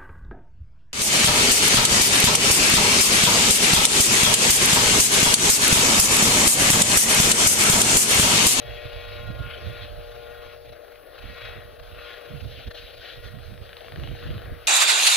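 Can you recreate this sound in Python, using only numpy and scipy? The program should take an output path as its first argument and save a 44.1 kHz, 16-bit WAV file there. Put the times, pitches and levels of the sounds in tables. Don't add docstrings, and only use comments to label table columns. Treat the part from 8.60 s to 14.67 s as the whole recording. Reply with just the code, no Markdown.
import sys
import numpy as np
from scipy import signal
from scipy.fft import rfft, irfft, next_fast_len
from scipy.io import wavfile
from scipy.ndimage import uniform_filter1d, map_coordinates

SR = 44100
rng = np.random.default_rng(int(sys.argv[2]) if len(sys.argv) > 2 else 0)


def transcribe(u):
    v = np.clip(np.atleast_2d(u).T, -1, 1)
    q = np.round(v * 32767).astype(np.int16)
    wavfile.write(sys.argv[1], SR, q)


def how_loud(loudness_db):
    steps = np.asarray(loudness_db, float) / 20
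    return 10 ** steps


N = 267687
T = np.arange(N) / SR

# frequency [Hz], level [dB per Hz].
LEFT_COLOUR = [(120, -44), (230, -20.5), (300, -8.0), (430, -1.0), (640, 3.0), (850, -7.5), (980, -15.5),
               (1120, -10.0), (1500, -7.5), (2100, -11.5), (2600, -9.0), (3300, -8.0), (4100, -12.5),
               (5000, -23.0), (6700, -32.0), (7400, -51.5), (8000, -88)]
# time [s], strength [dB], brightness [dB].
AIR_DRIFT = [(0.0, -45, 3.5), (0.56, -42.5, 1), (0.78, -49, 2), (0.88, -40.5, -4), (1.05, -44.5, 2.5),
             (1.18, -42.5, 0.5), (1.3, -49, -1.5), (1.93, -47.5, -4), (1.98, -57, -3), (2.47, -56.5, -4.5),
             (2.84, -39, 2), (3.14, -55, -3), (3.5, -41.5, 1), (3.7, -48, 2), (4.67, -46.5, 3),
             (4.78, -54, -1.5), (5.49, -46, 1), (6.07, -47, -4)]
AIR_MEAN_DB = -48


def unit(x):
    return x / np.sqrt(np.mean(x ** 2) + 1e-20)


def along(points, hz):
    f, v = np.transpose(points)
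    return np.interp(np.log(hz + 1), np.log(f + 1), v)


def curves(rows):
    s, *cols = np.transpose(rows)
    return [np.interp(T, s, c) for c in cols]


def wobble(rate):
    coarse = T[::64]
    knots = rng.standard_normal(int(N * rate / SR) + 4)
    return np.interp(T, coarse, map_coordinates(knots, [coarse * rate]))


def filtered(x, response):
    m = next_fast_len(N + 8192)
    return irfft(rfft(x, m) * response(np.fft.rfftfreq(m, 1 / SR)), m)[..., :N]


def coloured(points):
    return unit(filtered(rng.standard_normal(N), lambda hz: how_loud(along(points, hz))))


def patchy(patchy_db):
    z = signal.stft(rng.standard_normal(N), nperseg=512)[2]
    field = uniform_filter1d(rng.standard_normal(z.shape), size=6, axis=0)
    field = uniform_filter1d(field, size=12, axis=1)
    return signal.istft(z * how_loud(patchy_db * unit(field)), nperseg=512)[1][:N]


def fan():
    # shaft order, level [dB rms at the left port].
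    orders = [(8, -44), (9, -59), (10, -44.2), (12, -54), (14, -54.5), (18, -57), (20, -61), (24, -50),
              (28, -64), (32, -56), (36, -66), (38, -60.5), (40, -68), (42, -60.5), (44, -59.5), (46, -67),
              (48, -62), (56, -57), (58, -70), (64, -65)]
    # time [s], then steady, wake-cutting, tip loading and thrust levels [dB].
    blade_load = [(0, -47.5, -68, -55, -49), (.35, -48, -53, -55.5, -49), (.72, -50.5, -51, -55.5, -52),
                  (.85, -50.5, -45.5, -64.5, -51), (1.0, -49, -58.5, -63.5, -50.5),
                  (1.2, -48.5, -52, -55.5, -49.5), (1.33, -48, -65, -78, -49.5), (1.6, -47, -57, -70, -45),
                  (1.92, -53, -58.5, -63, -50), (2.05, -53, -72, -73, -50), (2.45, -59, -67, -70, -53.5),
                  (2.87, -54.5, -55, -52, -54.5), (3.2, -56.5, -74, -75, -53),
                  (3.47, -54, -52.5, -57.5, -52.5), (4.0, -57, -73, -74, -53),
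                  (4.66, -65, -56.5, -58, -55.5), (4.85, -69, -76, -72, -55.5),
                  (6.07, -58, -72, -69, -50.5)]
    full_loads_db = (-47, -51, -55, -48)
    # trim [dB], then share of steady,
    # wake-cutting, tip loading, thrust and air path [dB per dB], and drift [dB per s].
    follow_rows = [(1, 0, 0.02, 0.061, 0.92, 0.065, 0), (2, 1, 0.033, 0, 0.073, 0.032, 0.12),
                   (1, 0.22, 0.84, 0.05, 0, 0.11, 0.2), (2.5, 0, 0.0086, 0.89, 0.088, 0.19, 0.5),
                   (1, 0.36, 0.052, 0.5, 0, 1, -0.36)]
    controls = [c - full_db for c, full_db in zip(curves(blade_load), full_loads_db)]
    controls += [air_path()[0], T]
    loads = [trim_db + np.dot(follows, controls) for trim_db, *follows in follow_rows]
    angle, sound = turns(), np.zeros(N)
    for order, db in orders:
        load_db = loads[np.searchsorted([9, 17, 30, 36], order, side="right")]
        scatter = np.sqrt(order / 30) * min(1, order / 11.5)
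        flicker_db = min(scatter, 1) * (1.2 * wobble(12) + 2.6 * wobble(40)) + 1.3 * wobble(7)
        if order == 32:
            flicker_db = flicker_db + 1.5 * wobble(16)
        phase = (0.25 + 1.1 * scatter) * wobble(6) + 1.08 * scatter ** 2 * wobble(30)
        phase = phase + rng.uniform(0, 2 * np.pi)
        sound += how_loud(db + 3.5 + load_db + flicker_db) * np.sin(order * angle + phase)
    return sound


def turns():
    # time [s], turns a second [Hz].
    shaft = [(0, 59.29), (1.7, 59.275), (2.8, 59.5), (6.07, 59.525)]
    return 2 * np.pi * np.cumsum(curves(shaft)[0]) / SR


def chop(depth, lag, sharp):
    blades_per_turn, start_rad = 1 / 2.2675, 2.0
    swell = np.exp(sharp * (np.cos(blades_per_turn * turns() + start_rad - lag) - 1))
    return 1 + depth * (swell / swell.mean() - 1) * how_loud(7.14 * wobble(15))


def air_path():
    # time [s], strength [dB], half length [s], brightness [dB].
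    lenses = [(0.058, -1.5, .025, -2), (2.071, 5, 0.076, 6.5), (2.62, 4, 0.068, 1.5),
              (2.988, 1.5, 0.088, -4.5), (3.383, 2, 0.033, -3), (3.63, 0, 0.078, -5), (3.85, -2, 0.04, 2),
              (3.993, -4, 0.12, 6.5), (4.18, 6, 0.025, 2.5), (4.474, 1.5, 0.082, 4.5),
              (4.618, -6, 0.012, -2), (4.858, 4, 0.041, 3), (4.99, -2, 0.054, -1), (5.602, -2, 0.019, 4),
              (5.656, 3, 0.05, 0.5), (5.92, -4, 0.08, -2), (5.993, -1.5, 0.04, 1.5), (1.55, 0, 0.21, 3),
              (4.016, -1, 0.04, 1.5), (1.234, 1, 0.023, 4), (4.33, -5, 0.11, 4.5), (2.282, -1, 0.024, 2)]
    s, db, half, tilt_db = np.transpose(lenses)[..., None]
    coarse = T[::64]
    lens = np.exp(-((coarse - s) / half) ** 2)
    air_db, bright_db = curves(AIR_DRIFT)
    air_db = air_db - AIR_MEAN_DB + np.interp(T, coarse, (db * lens).sum(0))
    return air_db, bright_db + np.interp(T, coarse, (tilt_db * lens).sum(0))


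def roar():
    # level [dB], share of air path and of brightness
    # [dB per dB], own gusts [dB], patches [dB].
    bands = [(-53, 0.14, 0.01, 0.5, 2), (-51, 0.95, -0.87, 0.3, 3), (-50.5, 0.81, 0.87, 0.3, 3),
             (-66, 0.38, 0.4, -0.6, 2.5)]
    air_db, bright_db = air_path()
    levels = [db + a * air_db + b * bright_db + own_db * wobble(11) for db, a, b, own_db, _ in bands]
    levels[0] = levels[0] - 0.24 * (T - T.mean())

    def above(hz, edge_hz):
        return 1 / (1 + (edge_hz / (hz + 1)) ** 8)

    shares = (lambda hz: 1 - above(hz, 1050),
              lambda hz: above(hz, 896) - above(hz, 2420),
              lambda hz: above(hz, 1690) - above(hz, 4900),
              lambda hz: above(hz, 5070))
    sound = np.zeros((2, N))
    for level_db, share, trim_db, row in zip(levels, shares, (6.7, 0.067, 0.14, 7.16), bands):
        air = np.array([patchy(row[-1]), patchy(row[-1])])
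        band = filtered(air, lambda hz: np.sqrt(np.abs(share(hz))) * how_loud(along(LEFT_COLOUR, hz)))
        sound += how_loud(level_db + trim_db) * unit(band)
    flutter = how_loud(0.18 * wobble(14) + 0.81 * wobble(30))
    swish = chop(0.13 - 0.009 * T, lag=0.32, sharp=1.0)
    return sound * flutter * swish


def slaps():
    # peak [dB], crack centre [Hz], thud [dB].
    run = [(-37, 1900, -45), (-38, 1900, -43), (-45, 2000, -43), (-39, 1800, -44), (-35.5, 2200, -41),
           (-31, 2100, -39), (-31.5, 3400, -39), (-35, 3100, -38), (-34, 2200, -39), (-31.5, 1700, -35),
           (-30.5, 1900, -36), (-30, 1800, -40), (-32, 1800, -36), (-31.5, 2400, -33), (-32.5, 2400, -33),
           (-39, 1700, -32), (-40, 1900, -34), (-37.5, 1900, -37), (-35, 1600, -38), (-36, 1600, -34),
           (-31.5, 2200, -42), (-34, 1500, -42), (-33.5, 1150, -41), (-34, 1200, -39), (-36, 1600, -42),
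           (-46, 1300, -39)]
    # time [s], peak [dB], crack centre [Hz], thud [dB].
    strays = [
        (2.246, -44, 1500, -44),
        (2.280, -41, 1500, -40),
        (2.322, -45, 1300, -46),
        (2.356, -40, 1700, -45),
        (2.395, -44, 1200, -47),
        (2.432, -44, 1300, -48),
        (4.519, -41, 1700, -43),
        (4.557, -41, 1700, -43),
        (4.748, -43, 1700, -44),
        (4.786, -39, 1800, -41),
    ]
    first_s, gap_s = 4.9381, .038212
    shock_s, shock_rise_s = .0011, .00015
    thud_hz, swoop_hz, swoop_s = 600, 330, .003
    skirt, width = .2, .48
    tail, tail_t60_s = .2, .04
    sound, t = np.zeros(N + SR), np.arange(1024) / SR
    grid = np.fft.rfftfreq(len(t), 1 / SR)
    late = np.exp(-1j * 2.54 * np.log(grid / 4000 + 0.076))
    rows = [(first_s + gap_s * k, *row) for k, row in enumerate(run)] + strays
    for (s, db, hz, thud_db), noise in zip(rows, rng.standard_normal((len(rows), len(t)))):
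        burst = np.exp(-((t - .0016) / 0.00089) ** 2) + tail * (t > .002) * how_loud(-60 * t / tail_t60_s)
        spectrum = rfft(noise * burst)
        fronts = spectrum / np.sqrt(np.abs(uniform_filter1d(np.abs(spectrum) ** 2, size=14)))
        colour = skirt + 1 / (1 + (np.log(grid / hz + 1e-3) / width) ** 2)
        colour = colour * how_loud(.9 * along(LEFT_COLOUR, grid)) * np.clip(grid / 900, 0, 1) ** 2
        crack = irfft(fronts * colour * late) * np.clip((t - shock_s) / shock_rise_s, 0, 1)
        cycles = (1 + 0.13 * noise[0]) * (thud_hz * t - swoop_hz * swoop_s * np.exp(-t / swoop_s))
        thud = np.sin(2 * np.pi * cycles) * (t / 0.0035) ** 2 * np.exp(2 - 2 * t / 0.0028)
        slap = how_loud(db + 3.0) * crack / np.abs(crack).max() + how_loud(thud_db + 1.7) * thud
        sound[round((s - .0001) * SR):][:len(t)] += slap
    return sound[:N]


def hiss():
    # frequency [Hz], level [dB per Hz].
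    left_colour = [(7000, -60), (7500, -30), (7950, -9.5), (8200, -8.5), (8900, -10), (9400, -4.5),
                   (10000, 4), (11500, 2.5), (12800, -1), (14300, 6), (15600, -3.5)]
    right_colour = [(7000, -60), (7500, -63.0), (8000, -82.0), (8500, -77.0), (9500, -85.0), (10500, -58.0),
                    (11600, -66.0), (12900, -25.0), (13200, -7.0), (14300, 1.0), (15600, -4.0)]
    # start [s], end [s], rise [dB], attack [s], release [s].
    start, end, rise_db, attack, release = (4.5, 5.06, 17.3, 0.25, .8)
    air_db = curves(AIR_DRIFT)[0] - AIR_MEAN_DB
    noise = np.array([patchy(0.75), patchy(1.1)])
    pair = unit(filtered(noise, lambda hz: how_loud([along(left_colour, hz), along(right_colour, hz)])))
    edge = filtered(pair, lambda hz: 1 / (1 + (hz / 9300) ** 40))
    pair = pair + (how_loud(0.32 * air_db) - 1) * edge
    right_db = 0.16 * air_db - 0.3 * (T - T.mean())
    depth = 0.24 - 0.006 * air_db
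    gains = [chop(0.27 * depth, lag=-0.59, sharp=0.8),
             how_loud(right_db) * chop(0.87 * depth, lag=.01, sharp=1.2)]
    level_db = -60 + 0.15 * air_db + 0.6 * wobble(13)
    surge = np.clip(np.minimum((T - start) / attack, 1 + (end - T) / release), 0, 1)
    whistle_db = -91 + 0.71 * air_db + rise_db * surge
    whistle = filtered(rng.standard_normal((2, N)), lambda hz: np.exp(-((hz - 8520) / 330) ** 2))
    return how_loud(level_db) * pair * gains + how_loud(whistle_db + np.array([[4.5], [-19]])) * unit(whistle)


def downwash():
    # time [s], peak [dB], rise over the last
    # 10 dB [s], eddy rate [Hz].
    gust_rows = [(0.108, -32.0, 0.056, 91), (0.258, -30.0, 0.017, 91), (0.365, -31.5, 0.029, 74),
                 (0.683, -32.0, 0.236, 83), (0.81, -26.5, 0.033, 92), (0.937, -43.5, 0.015, 87),
                 (1.075, -26.0, 0.039, 98), (1.221, -32.5, 0.041, 79), (1.323, -28.0, 0.018, 80),
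                 (1.39, -31.5, 0.02, 58), (1.467, -41.5, 0.11, 55), (1.599, -44.0, 0.016, 70),
                 (1.707, -43.5, 0.079, 81), (1.792, -43.5, 0.029, 55), (1.868, -41.0, 0.023, 62),
                 (1.936, -46.0, 0.033, 59), (1.998, -48.5, 0.057, 97), (2.102, -39.0, 0.031, 91),
                 (2.262, -58.5, 0.089, 65), (2.392, -54.0, 0.048, 49), (2.51, -50.0, 0.039, 56),
                 (2.705, -33.5, 0.025, 84), (2.857, -38.5, 0.065, 87), (2.905, -37.5, 0.015, 91),
                 (2.973, -36.5, 0.029, 104), (3.052, -39.5, 0.035, 84), (3.135, -43.0, 0.024, 95),
                 (3.219, -37.5, 0.031, 54), (3.326, -35.0, 0.015, 64), (3.38, -42.0, 0.067, 66),
                 (3.548, -50.0, 0.058, 65), (3.746, -29.0, 0.028, 110), (3.85, -27.5, 0.051, 91),
                 (3.981, -33.0, 0.015, 102), (4.076, -28, 0.015, 64), (4.23, -39.0, 0.045, 72),
                 (4.382, -43.0, 0.046, 69), (4.588, -38.5, 0.049, 74), (4.661, -32.5, 0.024, 73),
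                 (4.752, -33.0, 0.057, 110), (4.83, -36, 0.015, 57), (4.916, -34.5, 0.051, 99),
                 (5.016, -32.0, 0.029, 95), (5.112, -45.0, 0.059, 76), (5.233, -53.0, 0.05, 60),
                 (5.418, -29.0, 0.071, 87), (5.518, -24.5, 0.023, 92), (5.702, -26.5, 0.06, 108),
                 (5.892, -31.5, 0.065, 69), (6.054, -50.5, 0.015, 59),
                 (0.703, -23, .012, 84), (0.802, -24, .01, 92), (0.868, -31, .014, 72), (0.05, -37, .015, 95),
              (1.068, -27, .01, 110), (1.248, -35, .012, 150), (3.712, -39, .015, 150),
              (4.073, -28, .01, 64), (5.342, -35, .009, 140), (5.39, -29, .012, 135), (0.48, -35, .03, 60),
              (3.28, -41, .04, 42), (4.87, -35, .025, 42), (1.55, -43, .04, 110), (5.762, -30, .014, 105),
              (5.925, -31, .014, 55), (4.575, -41, .015, 120), (2.655, -26.5, .012, 68),
              (2.61, -40, .02, 80)]
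    fall_over_rise, calm_db = 1.3, -59
    s, db, rise, hz = np.transpose(gust_rows)[..., None]
    coarse = T[::128]
    away = np.maximum((s - coarse) / rise, (coarse - s) / (fall_over_rise * rise))
    power = how_loud(2 * (db - 10 * away)) + 1e-20
    level_db = 10 * np.log10(power.sum(0) + how_loud(2 * calm_db))
    rate_hz = (power * hz).sum(0) / power.sum(0)
    return np.interp(T, coarse, level_db), np.interp(T, coarse, rate_hz)


def buffet(level_db, rate_hz):
    # frequency [Hz], level [dB].
    rumble_colour = [(15, -31), (30, -4.5), (48, 4.5), (95, -7.5), (130, -7.5), (160, -13), (220, -29),
                     (400, -46), (900, -65), (2500, -130)]
    jostle = wobble(85) + 1j * wobble(85)
    cycles = np.cumsum(1.04 * rate_hz) / SR
    shedding = np.real(jostle / (np.abs(jostle) + 0.7) ** 0.37 * np.exp(2j * np.pi * cycles))
    shedding = filtered(shedding, lambda hz: 1 / (1 + (hz / 160) ** 6))
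    quicker_hz = rate_hz - 80
    eddies = unit(unit(shedding) + 0.58 * how_loud(-0.1756 * quicker_hz) * coloured(rumble_colour))
    span = round(.04 * SR)
    strength = uniform_filter1d(uniform_filter1d(eddies ** 2, size=span), size=span)
    gusts = how_loud(level_db) * eddies / np.sqrt(np.abs(strength) + 0.038)
    gusts = gusts / (1 + np.abs(gusts / .15) ** 4) ** (1 / 4)
    gusts = filtered(gusts, lambda hz: 1 / (1 + (hz / 500) ** 4))
    spill_colour = [(90, -18), (170, 3.5), (350, -5), (700, -57), (1200, -52), (2500, -130)]
    spill = unit(filtered(patchy(1.9), lambda hz: how_loud(along(spill_colour, hz))))
    spill_db = level_db - 18.5 + 0.1247 * quicker_hz + 0.92 * (T - T.mean()) + 2.8 * wobble(25)
    spill = how_loud(spill_db) * spill + how_loud(-69) * spill[::-1]
    swell_db = uniform_filter1d(level_db, size=round(.14 * SR)) + 36.5
    heave = coloured([(12, -30), (28, 0), (50, 1), (80, -24), (200, -120)])
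    return gusts + spill + how_loud(-47.5 + 0.79 * swell_db) * heave


def snaps():
    # time [s], peak [dB].
    steps = [
        (0.256, -38),
        (2.642, -33),
        (3.318, -42),
        (4.068, -33),
        (4.79, -40),
        (1.24, -40),
    ]
    sound, u = np.zeros(N + SR), np.arange(-512, 512) / SR / .001
    for s, db in steps:
        sound[round(s * SR) - 512:][:len(u)] += how_loud(db) * (1 - u ** 2) * np.exp(-u ** 2 / 2)
    return sound[:N]


def pops(gusts, level_db):
    # time [s], level [dB], pitch [Hz], length [s].
    bursts = [(0.264, -43, 87, 0.018), (0.704, -34, 120, 0.017), (0.81, -32, 113, 0.019),
              (0.842, -40, 79, 0.014), (1.065, -35, 165, 0.009), (1.11, -40, 194, 0.015),
              (2.66, -40, 75, 0.013), (2.72, -53, 60, .01), (3.335, -52, 60, .01), (3.745, -51, 150, 0.012),
              (3.8, -44, 149, 0.008), (3.838, -44, 190, .008), (3.86, -37, 70, 0.016),
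              (3.897, -46, 70, .008), (4.08, -30, 62, 0.019), (4.928, -43, 218, 0.013),
              (5.018, -46, 174, 0.01), (5.33, -46, 170, 0.012), (5.358, -40, 155, 0.014),
              (5.384, -29, 161, 0.01), (5.429, -33, 150, 0.022), (5.459, -42, 171, 0.017),
              (5.507, -34, 152, 0.018), (5.54, -36, 70, 0.016), (5.664, -28, 99, 0.019),
              (5.711, -25.5, 118, 0.012), (5.744, -41, 224, 0.012), (5.772, -29, 105, 0.022),
              (5.803, -38, 80, 0.012), (5.86, -31, 74, 0.019), (5.882, -36, 96, 0.009),
              (5.923, -26, 92, 0.011)]
    # frequency [Hz], level [dB].
    rattle_colour = [(150, -23), (300, 0), (430, -6), (650, -8), (1500, -120)]
    (sound, gate, quick), t = np.zeros((3, N + SR)), np.arange(-2048, 2048) / SR
    for (s, db, hz, length), phase in zip(bursts, rng.uniform(0, 2 * np.pi, len(bursts))):
        at = slice(round(s * SR) - len(t) // 2, round(s * SR) + len(t) // 2)
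        swing = np.cos(2 * np.pi * 0.91 * hz * t + phase)
        sound[at] += how_loud(db + 0.5) * swing * np.exp(-(t / (0.71 * length)) ** 2)
        gate[at] += how_loud(db - 12.5) * np.exp(-(t / (0.75 * length)) ** 4)
        quick[at] += how_loud(db - 10.0) * (hz / 147) ** 2 * np.exp(-(t / length) ** 2)
    swings = filtered(sound[:N], lambda hz: hz ** 2 / (hz ** 2 + 22 ** 2))
    crowding = uniform_filter1d(quick[:N], size=round(.12 * SR))
    rattle = how_loud(3) * crowding * coloured(rattle_colour)
    shared = filtered(gusts, lambda hz: 1j + 0 * hz) / how_loud(level_db)
    edge = coloured([(40, 1.0), (180, 7.0), (300, 0.0), (450, -6.0), (700, -12), (1500, -120)])
    rumble = coloured([(30, -22), (70, -20), (130, 4), (220, 10), (400, -30), (1500, -120)])
    rumble_db = 0.21 * (level_db + 34) - 77.5
    return swings + rattle + gate[:N] * (shared + 1.3 * edge) + how_loud(rumble_db) * rumble


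def scene():
    # frequency [Hz], level difference [dB].
    right_over_left = [(430, -11), (640, -13.5), (850, -8.5), (980, -3.5), (1150, -4.5), (1450, -3),
                       (2100, -7.5), (2600, -7), (3300, -6), (4000, 0.5), (5000, 1), (6000, -7), (6800, -4),
                       (7400, -15)]
    # frequency [Hz], lead [rad].
    left_leads = [(450, -1.3), (620, -1.4), (750, -2.2), (900, -3.1), (970, -2.9), (1050, -1.0),
                  (1180, -1.4), (1400, -0.1), (2050, 0.4), (2600, 0.2), (3700, -0.3), (4300, 1.4),
                  (5200, 2.7), (6000, 2.5)]
    # frequency [Hz], likeness [0-1].
    likeness = [(350, .2), (470, .92), (880, .92), (990, .45), (1090, .93), (2000, .93), (3300, .88),
                (4200, .65), (6000, .35), (7000, .1)]

    def port(hz):
        return how_loud(along(right_over_left, hz)) * np.exp(-1j * along(left_leads, hz))

    def alike(hz):
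        return np.clip(along(likeness, hz), 0, 1)

    points = fan() + slaps()
    direct, diffuse = roar()
    level_db, rate_hz = downwash()
    gusts = buffet(level_db, rate_hz)
    left = points + direct + pops(gusts, level_db)
    right = filtered(points, port) + filtered(direct, lambda hz: port(hz) * alike(hz))
    right = right + filtered(diffuse, lambda hz: port(hz) * np.sqrt(1 - alike(hz) ** 2))
    return np.array([left, right + gusts + snaps()]) + hiss()


def top_cut(x):
    return signal.sosfilt(signal.butter(12, 15770, fs=SR, output="sos"), x)


def record(dry):
    return top_cut(filtered(dry, lambda hz: hz < 15770))


dry = scene()
out = record(dry)
transcribe(out)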